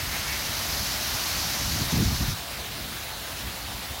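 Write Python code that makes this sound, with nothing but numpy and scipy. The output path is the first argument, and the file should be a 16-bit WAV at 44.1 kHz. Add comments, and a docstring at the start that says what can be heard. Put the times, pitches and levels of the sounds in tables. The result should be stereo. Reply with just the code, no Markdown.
"""Steam vents rush on a geothermal slope, turbulent jets over the low rumble of boiling ground.
At first a throaty vent fades away, while nearer steam adds a fuller rush and a bright hiss on the right.
Puffs of wind buffet the two microphone ports, hardest near the two-second mark.
Just after, the near rush fades and the hiss cuts off, leaving the vent field and the rumble."""
import sys
import numpy as np
from scipy import signal
from scipy.fft import rfft, irfft, next_fast_len
from scipy.io import wavfile
from scipy.ndimage import uniform_filter1d, map_coordinates

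SR = 44100
rng = np.random.default_rng(int(sys.argv[2]) if len(sys.argv) > 2 else 0)


def to_wav(s):
    """Save 16-bit WAV."""
    ch = np.atleast_2d(s).T  # columns
    pcm = np.round(np.clip(ch, -1, 1) * 32767)  # PCM
    wavfile.write(sys.argv[1], SR, pcm.astype(np.int16))


N = 176400
T = np.arange(N) / SR
SIZE = next_fast_len(N + 8192)
HZ = np.fft.rfftfreq(SIZE, 1 / SR)


def amp(db):
    """Amplitude grows tenfold for every 20 decibels."""
    return 10 ** (np.asarray(db) / 20)


def unit(x):
    """Normalisation to an rms of 1."""
    return x / np.sqrt(np.mean(x ** 2) + 1e-20)


def along(points, hz=HZ):
    """Interpolation of (frequency, value) points on a logarithmic axis."""
    frequencies, values = np.transpose(points)
    return np.interp(np.log(hz + 1e-6), np.log(frequencies), values)


def curve(rows):
    """Linear interpolation of (seconds, value) points at every sample."""
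    return np.interp(T, *np.transpose(rows))


def wobble(rate):
    """Smooth random modulation: a spline with `rate` knots a second."""
    return map_coordinates(rng.standard_normal(1024), [T * rate], mode="wrap")


def turbulence(patchy_db):
    """Intermittency: spectra of two independent noises that share patches of random gain."""
    cells = signal.stft(rng.standard_normal((2, N)), nperseg=512)[2]
    patches = rng.standard_normal(cells.shape[1:])
    for axis in (0, 1):  # smooth over frequency, then time
        patches = uniform_filter1d(patches, size=9, axis=axis)
    noises = signal.istft(cells * amp(patchy_db * unit(patches)), nperseg=512)[1]
    return rfft(noises[:, :N], SIZE)


def flow(spectrum, coherence, right_lead, patchy_db):
    """Partial coherence: flow noise of rms 1, of which the two ports share a part."""
    left, independent = turbulence(patchy_db)
    share = np.clip(along(coherence), 0, 1)
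    phase_shift = np.exp(1j * along(right_lead)) if right_lead else 1
    right = phase_shift * (share * left + np.sqrt(1 - share ** 2) * independent)
    shaped = np.array([left, right]) * amp(along(spectrum))
    return unit(irfft(shaped, SIZE)[:, :N])


def vent_field(flutter_db=0.57, right_db=.5):
    """Superposition: the jet noise of many vents merges into one steady, wide rush."""
    # Each row: frequency in Hz, relative spectral density in dB.
    spectrum = [(150, -34), (300, -6), (440, -5.5), (690, 0.3), (1050, -0.9), (1600, .5), (2400, -0.5),
                (3300, 1), (4300, -1.5), (5600, -4), (8300, -10), (11300, -7.5), (12700, -9.5),
                (15000, -7.5)]
    # Each row: time in seconds, level in dB.
    levels = [(0, -33), (2.0, -32.4), (2.42, -32), (2.6, -32), (2.9, -32.5), (3.3, -32), (3.58, -32.5),
              (3.8, -32.5), (3.95, -32)]
    # Each row: frequency in Hz, left-right coherence from 0 to 1.
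    coherence = [(300, .88), (700, 0.86), (1000, 0.66), (1250, 0.097), (1650, 0.32), (2200, 0.17),
                 (3300, 0.7), (4300, 0.46), (5200, 0.058), (12000, .02)]
    # Each row: frequency in Hz, phase lead in radians.
    right_lead = [(300, 0.019), (900, 0.57), (1600, 1.66), (3300, 1.94), (4400, 0.057)]
    envelope = amp(curve(levels) + flutter_db * wobble(40))
    return envelope * amp([[0], [right_db]]) * flow(spectrum, coherence, right_lead, patchy_db=1.35)


def near_steam(flutter_db=.5):
    """Turbulent mixing of nearer steam makes a fuller rush, which fades out past halfway."""
    # Each row: frequency in Hz, relative spectral density in dB.
    spectrum = [(100, -25), (200, -10), (320, -3.5), (430, -10), (620, -2), (900, -1), (1500, 1),
                (2100, 1.5), (3200, -0.5), (4200, -7.5), (5600, -11), (9000, -8.5), (13000, -10),
                (14700, -5.5), (15800, -13.5)]
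    # Each row: time in seconds, level in dB.
    levels = [(0, -32), (.4, -32), (.9, -31), (1.5, -30), (1.68, -32.5), (1.85, -30), (2.1, -34.5),
              (2.32, -36.2), (2.37, -55), (2.45, -75)]
    # Each row: frequency in Hz, left-right coherence from 0 to 1.
    coherence = [(250, 0.88), (650, 0.52), (1100, 0.16), (2500, 0.2), (4500, .03)]
    # Each row: frequency in Hz, phase lead in radians.
    right_lead = [(200, .1), (700, 0.41), (1300, 2.56), (2600, 3.06)]
    envelope = amp(curve(levels) + flutter_db * wobble(25.2))
    return envelope * flow(spectrum, coherence, right_lead, patchy_db=0.78)


def bright_hiss(surge_db=0.06, sputter_db=0.93, stop_s=2.335, release_s=0.0068, left_db=-24):
    """High-frequency jet noise sputters, then cuts off; a level difference places it on the right."""
    # Each row: frequency in Hz, relative spectral density in dB.
    spectrum = [(400, -39), (1400, -8), (2500, -31), (3200, -10), (3800, -2), (4400, .3), (5300, 0),
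                (6300, -1.6), (7000, -7.5), (7700, -12), (8600, -23), (9800, -13.5), (11500, -9),
                (13000, -10), (14700, -14), (15800, -22)]
    # Each row: time in seconds, level at the right port in dB.
    levels = [(0, -31), (.3, -28.5), (.55, -28), (.78, -25.5), (1.1, -25.8), (1.5, -25.5), (1.65, -26),
              (1.93, -27), (2.1, -28.5), (2.33, -29.5)]
    hiss = irfft(turbulence(patchy_db=1.14) * amp(along(spectrum)), SIZE)[:, :N]
    envelope = amp(curve(levels) + surge_db * wobble(27) + sputter_db * wobble(65))
    gate = np.clip(1 - (T - stop_s) / release_s, 0, 1)
    return gate * envelope * amp([[left_db], [0]]) * unit(hiss)


def wind(attack_s=.008, release_s=0.017, gain_db=0.47):
    """Pressure fluctuations: the eddies of each puff shake one port with a burst of low noise."""
    # Each row: start and length in seconds, relative level in dB, centre in Hz, port (0 left, 1 right).
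    puffs = [(0.032, 0.061, -31.5, 103, 0), (0.443, 0.07, -32, 85, 0), (0.685, 0.11, -38.5, 98, 0),
             (1.123, 0.038, -33, 113, 0), (1.35, 0.15, -32.1, 90, 1), (1.43, 0.15, -36, 121, 0),
             (1.611, 0.28, -27.5, 132, 0), (1.802, 0.037, -25, 175, 0), (1.927, 0.11, -17, 169, 0),
             (2.056, 0.098, -22, 117, 0), (2.06, 0.036, -17, 95, 1), (2.111, 0.17, -29, 88, 1),
             (2.202, 0.04, -19, 116, 0), (2.273, 0.047, -20.5, 84, 1), (2.28, 0.066, -31, 130, 0)]
    # Each row: multiple of the centre frequency, relative spectral density in dB.
    eddy_spectrum = [(.12, -15), (.3, -2.5), (.6, 1), (1.2, -3), (2, -9.5), (3, -23), (5, -50), (10, -90)]
    ports = np.zeros((2, N))
    for start, length, db, centre_hz, port in puffs:
        white = rfft(rng.standard_normal(SIZE))
        eddies = irfft(white * amp(along(eddy_spectrum, HZ / centre_hz)), SIZE)[:N]
        rise = np.clip((T - start) / attack_s + .5, 0, 1)
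        fall = np.exp(-np.maximum(T - start - length + release_s / 2, 0) / release_s)
        puff = unit(eddies * rise * fall) * np.sqrt(length * SR / N)  # rms near 1 over its own length
        ports[int(port)] += amp(db + gain_db) * puff
    return ports


def side_vent(level_db=-41, flutter_db=2.5, gone_s=0.79, fade_s=0.48):
    """Directivity: a throaty band of jet noise falls away as the microphone turns from its vent."""
    # Each row: frequency in Hz, relative spectral density in dB.
    spectrum = [(600, -30), (1300, -16), (1800, -1), (2200, 2), (2500, -5), (3000, -11), (5000, -35)]
    fade = np.clip((gone_s - T) / fade_s, 0, 1)
    envelope = fade * amp(level_db + flutter_db * wobble(26.5))
    return envelope * flow(spectrum, coherence=[(2000, 0.99)], right_lead=[(2000, -0.34)], patchy_db=0.5)


def boiling(surge_db=0.55):
    """Boiling in the ground makes a lumpy rumble, whose long waves reach both ports nearly alike."""
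    # Each row: frequency in Hz, relative spectral density in dB.
    spectrum = [(15, -50), (25, -22), (38, -7.5), (66, 1), (105, -4.5), (130, -8), (200, -9.5),
                (260, -12.5), (400, -22), (700, -45), (1500, -100)]
    # Each row: time in seconds, level in dB.
    levels = [(0, -38.5), (.55, -38.5), (.75, -35.5), (.97, -40), (1.45, -39.5), (2.3, -41), (2.48, -44.5),
              (2.6, -42), (2.7, -40), (2.8, -36.5), (2.92, -41), (3.25, -45.5), (3.45, -37), (3.56, -44),
              (3.75, -40), (3.95, -43)]
    # Each row: frequency in Hz, left-right coherence from 0 to 1.
    coherence = [(60, 0.9), (250, 0.91)]
    envelope = amp(curve(levels) + surge_db * wobble(13))
    return envelope * flow(spectrum, coherence, right_lead=None, patchy_db=.8)


def scene():
    """The pressures of steam, boiling and wind add linearly at each port."""
    return vent_field() + boiling() + near_steam() + side_vent() + bright_hiss() + wind()


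def record(dry, low_cut_hz=39, top_hz=15950):
    """Finite bandwidth: the microphone sheds the deepest bass and passes nothing above its limit."""
    high_pass = 1 / np.sqrt(1 + (low_cut_hz / (HZ + 1e-3)) ** 8)
    return irfft(rfft(dry, SIZE) * high_pass * (HZ < top_hz), SIZE)[:, :N]


dry = scene()
out = record(dry)
to_wav(out)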